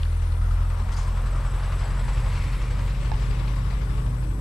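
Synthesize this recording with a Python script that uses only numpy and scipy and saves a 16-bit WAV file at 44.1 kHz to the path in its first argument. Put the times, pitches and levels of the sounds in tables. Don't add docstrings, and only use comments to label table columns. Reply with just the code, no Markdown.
import sys
import numpy as np
from scipy import signal
from scipy.io import wavfile
from scipy.ndimage import uniform_filter1d

SR = 44100
rng = np.random.default_rng(int(sys.argv[2]) if len(sys.argv) > 2 else 0)


def voltage_ratio(level):
    return 10 ** (np.asarray(level, float) / 20)


def dump(signal):
    limited = np.clip(np.atleast_2d(signal).T, -1, 1)
    pcm = np.round(limited * 32767).astype(np.int16)
    wavfile.write(sys.argv[1], SR, pcm)


N = 194128
T = np.arange(N) / SR

# [t/s, factor on port lead and unlikeness]
AWAY = [(0, 2.1), (.37, 2.55), (.8, 1.6), (1.2, 1.05), (1.7, 0.63), (2.7, 0.73), (3.0, 1.5), (3.9, 2.65),
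        (4.4, 2.8)]
# [f/Hz, left-right likeness 0-1]
SAME = [(60, .99), (400, 0.93), (700, 0.82), (2000, .8), (3000, 0.68), (5000, 0.67), (8000, 0.51),
        (13500, .4)]
# [f/Hz, phase/rad]
LEAD = [(400, -0.062), (700, -.35), (1200, -0.48), (2000, -0.52), (2800, -0.57), (3900, .15), (5200, 0.14),
        (7900, 0.72), (10600, -0.16)]

# [f/Hz, level/dB]
AIR = [(3530, -25), (6000, -4.5), (6740, -10), (7880, -2), (9860, -5.5), (11100, -6), (13100, -10),
       (13600, -16), (13800, -24), (14000, -33)]
AIR_DB = -60.5

# [t/s, gust level/dB]
WIND = [(0, -52), (.5, -46), (.7, -50), (.85, -45), (1.1, -46), (2.0, -46), (2.5, -39.5), (3.0, -44.5),
        (4.4, -44)]
# [f/Hz, level/dB]
RUMBLE = [(15, -5), (30, -0.5), (70, -3), (110, -2.5), (160, -12.5), (250, -23), (400, -34), (600, -43)]
# [f/Hz, level/dB]
EDDIES = [(15, 4), (35, 4), (60, 1), (120, -15), (200, -23), (350, -30), (600, -50)]
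EDDY_DB, EDDY_PER_GUST = -53, .3
# [t/s, level/dB, f/Hz, sign and share at the left port (right
POPS = [(.1707, -40, 130, 1), (.33, -39, 50, -1), (.4446, -38, 80, 1), (.53, -37, 50, -1),
        (.5846, -43, 90, 0.92), (1.111, -35, 150, 1), (1.93, -36, 25, -1), (2.05, -31, 18, 1),
        (2.153, -37, 70, -0.79), (2.48, -36, 28, -1), (2.6455, -40, 200, 1), (2.7397, -29, 420, 1),
        (2.7445, -29, 150, -1), (2.799, -37, 150, 1), (2.988, -35, 150, 1), (3.0, -33, 21, -1),
        (3.119, -27, 160, -1), (3.12, -33, 40, -1), (3.3, -30, 19, 1), (3.43, -35, 22, -1),
        (3.96, -36, 25, 1)]
# [t/s, f/Hz, level/dB]
MOAN = [(0, 170, -75), (.36, 165, -57), (.6, 190, -66), (.84, 215, -47), (1.0, 200, -54), (1.25, 200, -47),
        (1.45, 230, -60), (4.4, 230, -75)]

# [t/s, length/s, peak level/dB]
HIGH_CRICKET = [(.314, .14, -62), (.5, .14, -60), (.689, .19, -55), (.925, .05, -53), (1.019, .09, -53),
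                (1.16, .19, -54), (1.398, .19, -56), (1.633, .19, -57), (1.918, .19, -57), (2.2, .19, -57),
                (2.433, .09, -58), (2.78, .05, -59), (2.861, .05, -56), (3.004, .19, -54),
                (3.286, .09, -57), (3.72, .09, -60), (3.853, .05, -57), (4.042, .09, -54),
                (4.187, .19, -56)]
LOW_CRICKET = [(.114, .14, -57), (.642, .09, -60), (1.267, .05, -56), (1.315, .05, -51), (1.459, .14, -49),
               (1.652, .05, -50), (1.748, .14, -48.5), (1.989, .19, -49.5), (2.23, .09, -50),
               (2.373, .14, -54), (2.705, .05, -53), (3.2, .14, -56), (3.427, .09, -60), (3.574, .09, -59),
               (4.19, .05, -56), (4.29, .14, -55)]
MID_CRICKET = [(.92, .05, -57), (1.07, .09, -57), (1.207, .19, -57), (2.62, .14, -59), (2.92, .05, -56),
               (3.02, .09, -57), (3.45, .14, -58), (3.73, .09, -58), (3.84, .19, -57)]
# [phrases, f/Hz, chirp period/s, left-right level/dB]
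SINGERS = [
    (HIGH_CRICKET, 8410, .0472, 7),
    (LOW_CRICKET, 7860, .0479, 8),
    (MID_CRICKET, 8100, .0485, 6),
]
CHIRP_SPREAD_DB, CHIRP_SPREAD_HZ = 1.0, 15
# [t/s, level/dB]
CHORUS = [(0.0, -70), (0.83, -69), (1.19, -64), (1.49, -63.5), (1.75, -59.5), (2.56, -60.5), (2.81, -62.5),
          (3.92, -64.5), (4.4, -63.5)]

FAST_STROKES = 137.5
# [f/Hz, width/Hz, strokes per s, stroke depth 0-1, left-right level/dB, [t/s, level/dB]]
KATYDIDS = [
    (9550, 800, 190, .3, 2.7, [(0.0, -65), (0.248, -62), (0.75, -72)]),
    (10550, 650, FAST_STROKES, 0.82, 2.9, [(1.1, -84), (1.184, -69), (1.278, -74), (1.55, -67), (1.982, -62.5), (2.64, -64.5)]),
    (11010, 900, 140, 0.27, 7, [(0.0, -67), (0.86, -75), (0.99, -71), (1.56, -75), (1.59, -72), (3.3, -69), (4.4, -65)]),
]
# [t/s, f/Hz, level/dB]
SHRILL = [(0, 14300, -80), (.15, 14450, -79), (.4, 14200, -79), (.69, 14250, -79), (.74, 14300, -100),
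          (4.4, 14300, -100)]

# [t/s, level/dB, squeak f/Hz, squeak level over grains/dB]
SCRAPE = [(.915, -60, 2600, -8), (.927, -47.5, 3300, -2), (.95, -52, 4800, -1), (.96, -56, 4700, -10),
          (.972, -48, 4950, 1), (.979, -49, 5900, -6), (.996, -48, 7000, -3), (1.0, -49, 5400, -12),
          (1.03, -50.5, 5200, -16), (1.055, -59, 5000, -14), (1.13, -61, 5300, -8)]
# [f/Hz, level/dB, t60/s, rise/s]
CLICK = [(845, -24, .03, .002), (865, -34, .15, .002), (760, -23, .025, .001), (1700, -31.5, .03, .001),
         (2240, -35, .01, .0003), (3990, -33, .009, .0002), (5200, -37, .008, .0002)]
CLICK_S = 3.1168
# [t/s, level/dB, f/Hz]
TICKS = [(.0197, -46, 3800), (0.0329, -28, 3250), (.0329, -35, 3950), (.0331, -41, 1900), (.034, -39, 3100),
         (.0521, -40, 4230), (.0553, -38, 1700), (.128, -47, 3530), (.925, -41, 5500)]
TICK_TURNS = 1.1

# [t/s, peak level/dB, ring f/Hz]
KNOCKS = [(0.702, -38, 1700), (.774, -38, 1500), (0.919, -31, 1700), (0.9699, -30, 2000),
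          (1.329, -36, 1500), (1.438, -35, 1500), (1.592, -37, 1570), (1.678, -35, 1630),
          (1.7211, -28, 2300), (1.792, -27, 1930), (1.815, -35, 1530), (1.883, -35, 1520),
          (1.974, -32, 1500), (1.992, -35, 1850), (2.042, -36, 1780), (2.0823, -28, 1700),
          (2.135, -33, 1920), (2.154, -33, 2370), (2.176, -34, 1810), (2.222, -35, 1510),
          (2.2436, -29, 1820), (2.265, -33, 1520), (2.3328, -32, 1700), (2.351, -35, 1750),
          (2.399, -35, 2070), (2.4196, -28, 2220), (2.439, -34.5, 2170), (2.488, -35, 2170),
          (2.5314, -28.5, 2140), (2.616, -32, 2030), (2.705, -32, 1870), (2.729, -36, 1620),
          (2.859, -36, 1900), (2.9469, -31, 2410), (3.0282, -32, 2020), (3.1155, -35, 2200),
          (3.137, -32, 2450), (3.2217, -29, 2100), (3.328, -33, 2360), (3.4752, -29.5, 2620),
          (3.706, -30, 2020)]
KNOCK_PAN_DB = 1
# [t/s, f/Hz, level/dB]
PANEL = [(0, 1500, -80), (1.5, 1500, -66), (1.75, 1450, -54), (2.0, 1550, -53), (2.2, 1900, -58),
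         (2.45, 2250, -52), (2.6, 2100, -56), (2.8, 2000, -72), (4.4, 2000, -80)]

# [t/s, level/dB, load/dB (how much harsher the block rattles)]
ROAR = [(0.0, -46.5, 2.5), (0.37, -45.5, -0.5), (1.04, -41.5, -2), (1.45, -42, -1), (1.75, -41, 0),
        (2.0, -41.5, 0.5), (2.38, -42.5, 4), (2.56, -45, 5.5), (2.76, -43.5, 2.5), (2.98, -44.5, 3.5),
        (3.3, -43.5, 3.5), (3.8, -44.5, 1.5), (4.4, -47.5, -2)]
# [f/Hz, level/dB per Hz]
BODY = [(150, -25), (260, -9), (345, -10), (423, -7), (497, -4), (600, -4), (730, -5.5), (944, -1.5),
        (1280, -4), (1590, -7.5), (2000, -13.5), (2600, -63), (4400, -120)]
BRIGHT = [(880, 1), (1500, -6.5), (2000, 2.5), (2830, -1), (4000, -10.5), (5200, -28), (8800, -120)]
FIZZ = [(2060, -23), (3500, -1), (5130, -2.5), (6520, -9.5), (7200, -7.5), (9360, -39), (15800, -120)]
BRIGHT_DB, BRIGHT_PER_LOAD, FIZZ_DB, FIZZ_PER_LOAD = -8, 1.04, -13.5, 0.94
# [f/Hz, level/dB per Hz]
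THRUM = [(190, -8), (260, 0), (350, 0), (450, -1), (560, -1), (660, -9)]
# [t/s, level/dB]
THRUM_LEVEL = [(0, -53), (.5, -53), (.75, -58), (1.0, -56), (1.45, -52), (1.9, -51), (2.3, -52), (2.5, -50),
               (3.5, -49.5), (3.7, -55), (4.4, -54)]
# [t/s, f/Hz, level/dB]
BONNET = [(0, 1200, -60), (.5, 1350, -51), (.95, 950, -51), (1.25, 1120, -50), (1.6, 1130, -49),
          (1.9, 1150, -49), (2.2, 940, -51), (2.5, 1030, -56), (2.77, 970, -47.5), (2.95, 1000, -58),
          (3.7, 1150, -52), (4.4, 1050, -58)]
PAN_DB_PER_AWAY = 4
BLIND_HZ = 270

# [t/s, firing rate f/Hz, effort level/dB]
NEAR = [(0.0, 40.56, 0), (0.275, 41.28, 0), (0.55, 42.26, 2), (0.825, 42.24, -1), (1.1, 42.91, 0),
        (1.375, 43.36, 0.5), (1.65, 43.87, 0), (1.925, 44.42, 0), (2.2, 44.64, 0), (2.475, 45.26, 0),
        (2.75, 45.65, -1), (3.025, 46.45, 0), (3.3, 47.16, 0.5), (3.575, 47.48, 0), (3.85, 48.08, -1),
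        (4.125, 48.49, -1), (4.4, 48.78, -2)]
# [multiple of firing rate, main order followed, level under it/dB]
NEAR_ORDERS = [(.5, 0, -26), (.75, 0, -18.5), (1.25, 0, -22), (1.5, 2, -8.5), (1.75, 0, -22),
               (2.25, 0, -45), (2.5, 0, -28), (2.75, 0, -23), (3.25, 2, -19), (4, 2, -18.5), (4.75, 2, -26),
               (5, 0, -34.5), (5.25, 2, -23.5)]
# [f/Hz, level/dB]
NEAR_PIPE = [(45, -24.5), (82, -25.5), (84.5, -26.5), (86, -31.5), (91, -34), (97.5, -44.5), (121, -38.5),
             (127, -40), (131, -36.5), (146, -44)]
# [t/s, firing rate f/Hz, effort level/dB]
FAR = [(0.0, 49.44, -8), (0.275, 54.37, -6), (0.55, 57.12, -5), (0.825, 56.51, -5), (1.1, 56.47, -2),
       (1.375, 57.8, -2), (1.65, 57.64, -4), (1.925, 58.16, -1), (2.2, 58.56, -1), (2.475, 58.93, -3),
       (2.75, 59.27, -2), (3.025, 59.65, -1), (3.3, 60.12, 0.5), (3.575, 60.65, 0), (3.85, 61.13, 0),
       (4.125, 61.59, -1), (4.4, 62.0, 0)]
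# [multiple of firing rate, main order followed, level under it/dB]
FAR_ORDERS = [(.5, 0, -11.5), (1.5, 1, -4.5), (2.5, 1, -12), (3.5, 2, -11), (4, 2, -8), (4.5, 2, -14),
              (5, 2, -14.5), (5.5, 2, -17), (6, 2, -19), (6.5, 2, -19), (7, 2, -13), (8, 2, -17),
              (8.5, 2, -19), (9.5, 2, -16)]
# [f/Hz, level/dB]
FAR_PIPE = [(58, -34), (100, -46), (114.5, -46.5), (117, -33.5), (123, -31.5), (170, -55), (174, -46),
            (186, -45)]
OPENING_DB_PER_S, LEVEL_S = 3.5, 3.3
SHED_HZ, SHED_WIDTH_HZ, SHED_DB = 308, 4, 3.5
UNEVEN_LAG, UNEVEN_ORDER = 1.6, .9


def evened(x):
    return x / np.sqrt(np.mean(x ** 2) + 1e-20)


def read(points, hz):
    f, value = np.transpose(points)
    return np.interp(np.log(hz + 1), np.log(f + 1), value)


def curves(rows):
    s, *columns = np.transpose(rows)
    return [np.interp(T, s, c) for c in columns]


def panned(x, db):
    g = voltage_ratio(np.asarray(db) / 2)
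    return x * np.array([g, 1 / g]).reshape(2, -1) * 2 / (g + 1 / g)


def add(mix, s, sound):
    part = mix[:, round(s * SR):][:, :sound.shape[1]]
    part += sound[:, :part.shape[1]]


def drift(hz):
    f, coarse = np.geomspace(hz / 8, hz, num=16)[:, None], T[::256]
    slow = (np.sin(2 * np.pi * (f * coarse + rng.random(f.shape))) / np.sqrt(f)).sum(0)
    return np.interp(T, coarse, evened(slow))


def resonate(x, hz, width_hz):
    turn = np.exp(2j * np.pi * np.cumsum(hz + 0 * x[0], -1) / SR)
    r = np.exp(-np.pi * width_hz / SR)
    return 2 * (turn * signal.lfilter([1 - r], [1, -r], x / turn)).real


def noise(spectrum, patchy_db, same=None, size=1024):
    frames, hz = 4 * N // size + 5, np.fft.rfftfreq(size, 1 / SR)
    a, b, c, d, patches = rng.standard_normal((frames, len(hz), 5), dtype=np.float32).T
    patches = uniform_filter1d(patches, size=10, axis=0)
    patches = evened(uniform_filter1d(patches, size=10, axis=1))
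    away = np.interp(np.arange(frames) * size / 4 / SR, *np.transpose(AWAY))
    like = read(SAME, hz) if same is None else same + 0 * hz
    like = np.clip(like, 0, 1)[:, None] ** away
    lead = (read(LEAD, hz)[:, None] * away).astype(np.float32)
    left = a + 1j * b
    right = like * left * (np.cos(lead) - 1j * np.sin(lead)) + np.sqrt(1 - like ** 2) * (c + 1j * d)
    edges_db = -60 * ((hz < spectrum[0][0]) | (hz > spectrum[-1][0]))
    z = np.array([left, right]) * voltage_ratio((read(spectrum, hz) + edges_db)[:, None] + patchy_db * patches)
    x = signal.istft(z.astype(np.complex64), nperseg=size, noverlap=3 * size // 4)[1][:, :N]
    return x / np.sqrt(np.mean(x.mean(0) ** 2))


def whistle(rows, width_hz, spread):
    hz, db = curves(rows)
    source = rng.standard_normal((2, N))
    ring = resonate(source[0] + spread * source, hz, width_hz)
    return voltage_ratio(db) * evened(resonate(ring, hz, width_hz))


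def air_hiss():
    return panned(voltage_ratio(AIR_DB) * noise(AIR, patchy_db=2.4), 5.9)


def wind():
    shared_db = curves(WIND)[0]
    port_db = EDDY_DB + EDDY_PER_GUST * (shared_db - shared_db.mean())
    out = voltage_ratio(shared_db + 6.0 + 0.77 * drift(10)) * noise(RUMBLE, patchy_db=0.3, same=1, size=4096)
    out += voltage_ratio(port_db + 4.8 * drift(30)) * noise(EDDIES, patchy_db=0.0, same=0, size=2048)
    out += whistle(MOAN, width_hz=45, spread=.08)
    for s, db, hz, port in POPS:
        u = T[:3000] * hz * 2 * np.pi - 3
        pop = voltage_ratio(db) * (1 - u ** 2) * np.exp(-u ** 2 / 2)
        add(out, s - 3 / (2 * np.pi * hz), pop * np.array([[port], [-port]]))
    return out


def crickets():
    out, t = np.zeros((2, N)), T[:1000]
    swell = signal.windows.tukey(len(t), .6)
    for phrases, pitch_hz, every_s, pan_db in SINGERS:
        chances = rng.standard_normal((len(phrases), 4, 2))
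        for (s, length, db), chance in zip(phrases, chances):
            for k, (loud, sharp) in enumerate(chance[:round(length / every_s)]):
                hz = pitch_hz + CHIRP_SPREAD_HZ * sharp
                tone = np.sin(2 * np.pi * hz * t * (1.005 - 0.33 * t))
                chirp = voltage_ratio(db - 1.2 + CHIRP_SPREAD_DB * loud) * swell * tone
                add(out, s + k * every_s, panned(chirp, pan_db))
    band = [(7100, -26), (7550, 0.5), (7850, 1), (8150, -0.5), (8600, -12)]  # f/Hz, level/dB
    chorus = noise(band, patchy_db=0.7, same=0.31)
    return out + panned(voltage_ratio(curves(CHORUS)[0] - 2.2 + 1.3 * drift(22.04)) * chorus, 8.3)


def katydids():
    out = whistle(SHRILL, width_hz=350, spread=.8)
    for hz, width_hz, rate, depth, pan_db, rows in KATYDIDS:
        band = noise([(hz - width_hz, -18), (hz, 0), (hz + width_hz, -18)], patchy_db=1.0, same=1.0)
        beat = np.cos(2 * np.pi * rate * T + .4 * drift(4.8))
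        strokes = evened(1 + np.clip(depth, 0, 1) * beat)
        singing = 1. * ((T >= rows[0][0]) & (T <= rows[-1][0]))
        singing = uniform_filter1d(singing, size=2000)
        out += panned(voltage_ratio(curves(rows)[0]) * singing * strokes * band, pan_db)
    return out


def scrape():
    span = slice(round(SCRAPE[0][0] * SR), round(SCRAPE[-1][0] * SR))
    db, hz, squeak_db = [c[span] for c in curves(SCRAPE)]
    slips = (rng.standard_normal((2, N)) * voltage_ratio(1.7 * rng.exponential(1, N)))[:, span]
    slips = slips[0] + .5 * slips
    band = signal.butter(4, [2800, 9800], "bandpass", fs=SR, output="sos")
    grains = evened(resonate(signal.sosfilt(band, slips), 5000, 4500))
    squeak = evened(resonate(resonate(slips, hz, 400), hz, 400))
    rub = grains + voltage_ratio(squeak_db) * squeak
    return panned(voltage_ratio(db + 1.2 * drift(55)[span]) * rub, 3.1)


def camera():
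    out, t = np.zeros((2, N)), T[:4000]
    add(out, SCRAPE[0][0], scrape())
    click = np.zeros(len(t))
    for hz, peak_db, t60, rise in CLICK:
        swell = voltage_ratio(peak_db - 60 * t / t60) * (1 - np.exp(-t / rise))
        click -= swell * np.sin(2 * np.pi * hz * t)
    add(out, CLICK_S, click * np.array([[.3], [1.7]]))
    for s, db, hz in TICKS:
        u = t * hz / TICK_TURNS
        add(out, s, panned(voltage_ratio(db) * u * np.exp(1 - u) * np.sin(2 * np.pi * hz * t), 6))
    return out


def knocks():
    out, t = np.zeros((2, N)), T[:3000]
    for (s, db, hz), grit in zip(KNOCKS, rng.standard_normal((len(KNOCKS), 2, 3000))):
        clatter = (grit[0] + 0.93 * grit) * (1 - np.exp(-t / 0.0012)) * np.exp(-t / 0.013)
        ring = resonate(resonate(clatter, hz, 1200), hz, 1200)
        ring = ring + 0.26 * resonate(resonate(clatter, 4040, 2700), 3900, 1900)
        add(out, s - .001, panned(voltage_ratio(db - 6.5) * ring / abs(ring).max(), KNOCK_PAN_DB))
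    return out


def rattle(turns):
    shake_db = 2.5 * np.cos(np.pi * (turns - .2))
    return panned(voltage_ratio(shake_db) * whistle(PANEL, width_hz=450, spread=.6), 4)


def roar(turns):
    body_db, load_db = curves(ROAR)
    bright_db = body_db + BRIGHT_DB + BRIGHT_PER_LOAD * load_db
    fizz_db = body_db + FIZZ_DB + FIZZ_PER_LOAD * load_db
    cycle = uniform_filter1d(np.exp(-((turns / 4 + 0.21) % 1) / 0.24), size=300) - .33
    firing, flicker = np.cos(2 * np.pi * (turns - .2)), drift(30)
    out = voltage_ratio(body_db - 1.5 + 2.9 * cycle + 0.97 * firing + 0.34 * flicker) * noise(BODY, patchy_db=1.07)
    out += voltage_ratio(bright_db + 3.9 * cycle + 1.0 * firing + 0.69 * flicker) * noise(BRIGHT, patchy_db=0.94)
    out += voltage_ratio(fizz_db + 4.8 * cycle + 0.75 * flicker) * noise(FIZZ, patchy_db=1.9)
    out += voltage_ratio(curves(THRUM_LEVEL)[0]) * noise(THRUM, patchy_db=2.0, same=.8)
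    out += voltage_ratio(9.0 * cycle) * whistle(BONNET, width_hz=260, spread=.7)
    out = panned(out, PAN_DB_PER_AWAY * curves(AWAY)[0])
    directional = signal.butter(2, BLIND_HZ, "highpass", fs=SR, output="sos")
    across = signal.sosfiltfilt(directional, out[0] - out[1]) / 2
    return out.mean(0) + across * np.array([[1], [-1]])


def engine(rows, pipe, others, start, spread, unsteady_db, opening_db=0):
    hz, effort_db = curves(rows)
    main_db = [effort_db + read(pipe, k * hz) for k in (1, 2, 3)]
    turns = start + np.cumsum(hz) / SR
    out = np.zeros(N)
    for k, lead, under_db in [(1, 0, 0), (2, 1, 0.006), (3, 2, 0)] + others:
        waver = 1 - under_db / 8
        phase = 2 * np.pi * k * turns + spread * k * (k - 1) / 2
        phase += (k % 1 == .5) * UNEVEN_LAG * (k - UNEVEN_ORDER)
        phase += 0.031 * k * waver * drift(5)
        db = main_db[int(lead)] + under_db
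        db = db + (3 < k < 7.5) * opening_db * (T - LEVEL_S)
        db += SHED_DB * np.exp(-((k * hz - SHED_HZ) / SHED_WIDTH_HZ) ** 2)
        db += unsteady_db * waver * drift(9)
        out += np.sqrt(2) * voltage_ratio(db) * np.cos(phase)
    return out, turns


def engines():
    near, turns = engine(NEAR, NEAR_PIPE, NEAR_ORDERS, 2.09, 2.15, unsteady_db=.7)
    far, _ = engine(FAR, FAR_PIPE, FAR_ORDERS, -.72, -1.6, unsteady_db=1.1, opening_db=OPENING_DB_PER_S)
    return panned(near + far, 0.48), turns


def scene():
    drone, turns = engines()
    background = air_hiss() + wind() + crickets() + katydids() + camera()
    return background + knocks() + rattle(turns) + roar(turns) + drone


def roll_off(x):
    return signal.sosfilt(signal.butter(12, 14460, fs=SR, output="sos"), x)


def record(dry):
    edge = signal.firwin(255, 15500, window=("kaiser", 5), fs=SR)
    return roll_off(signal.oaconvolve(dry, edge[None], "same"))


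dry = scene()
out = record(dry)
dump(out)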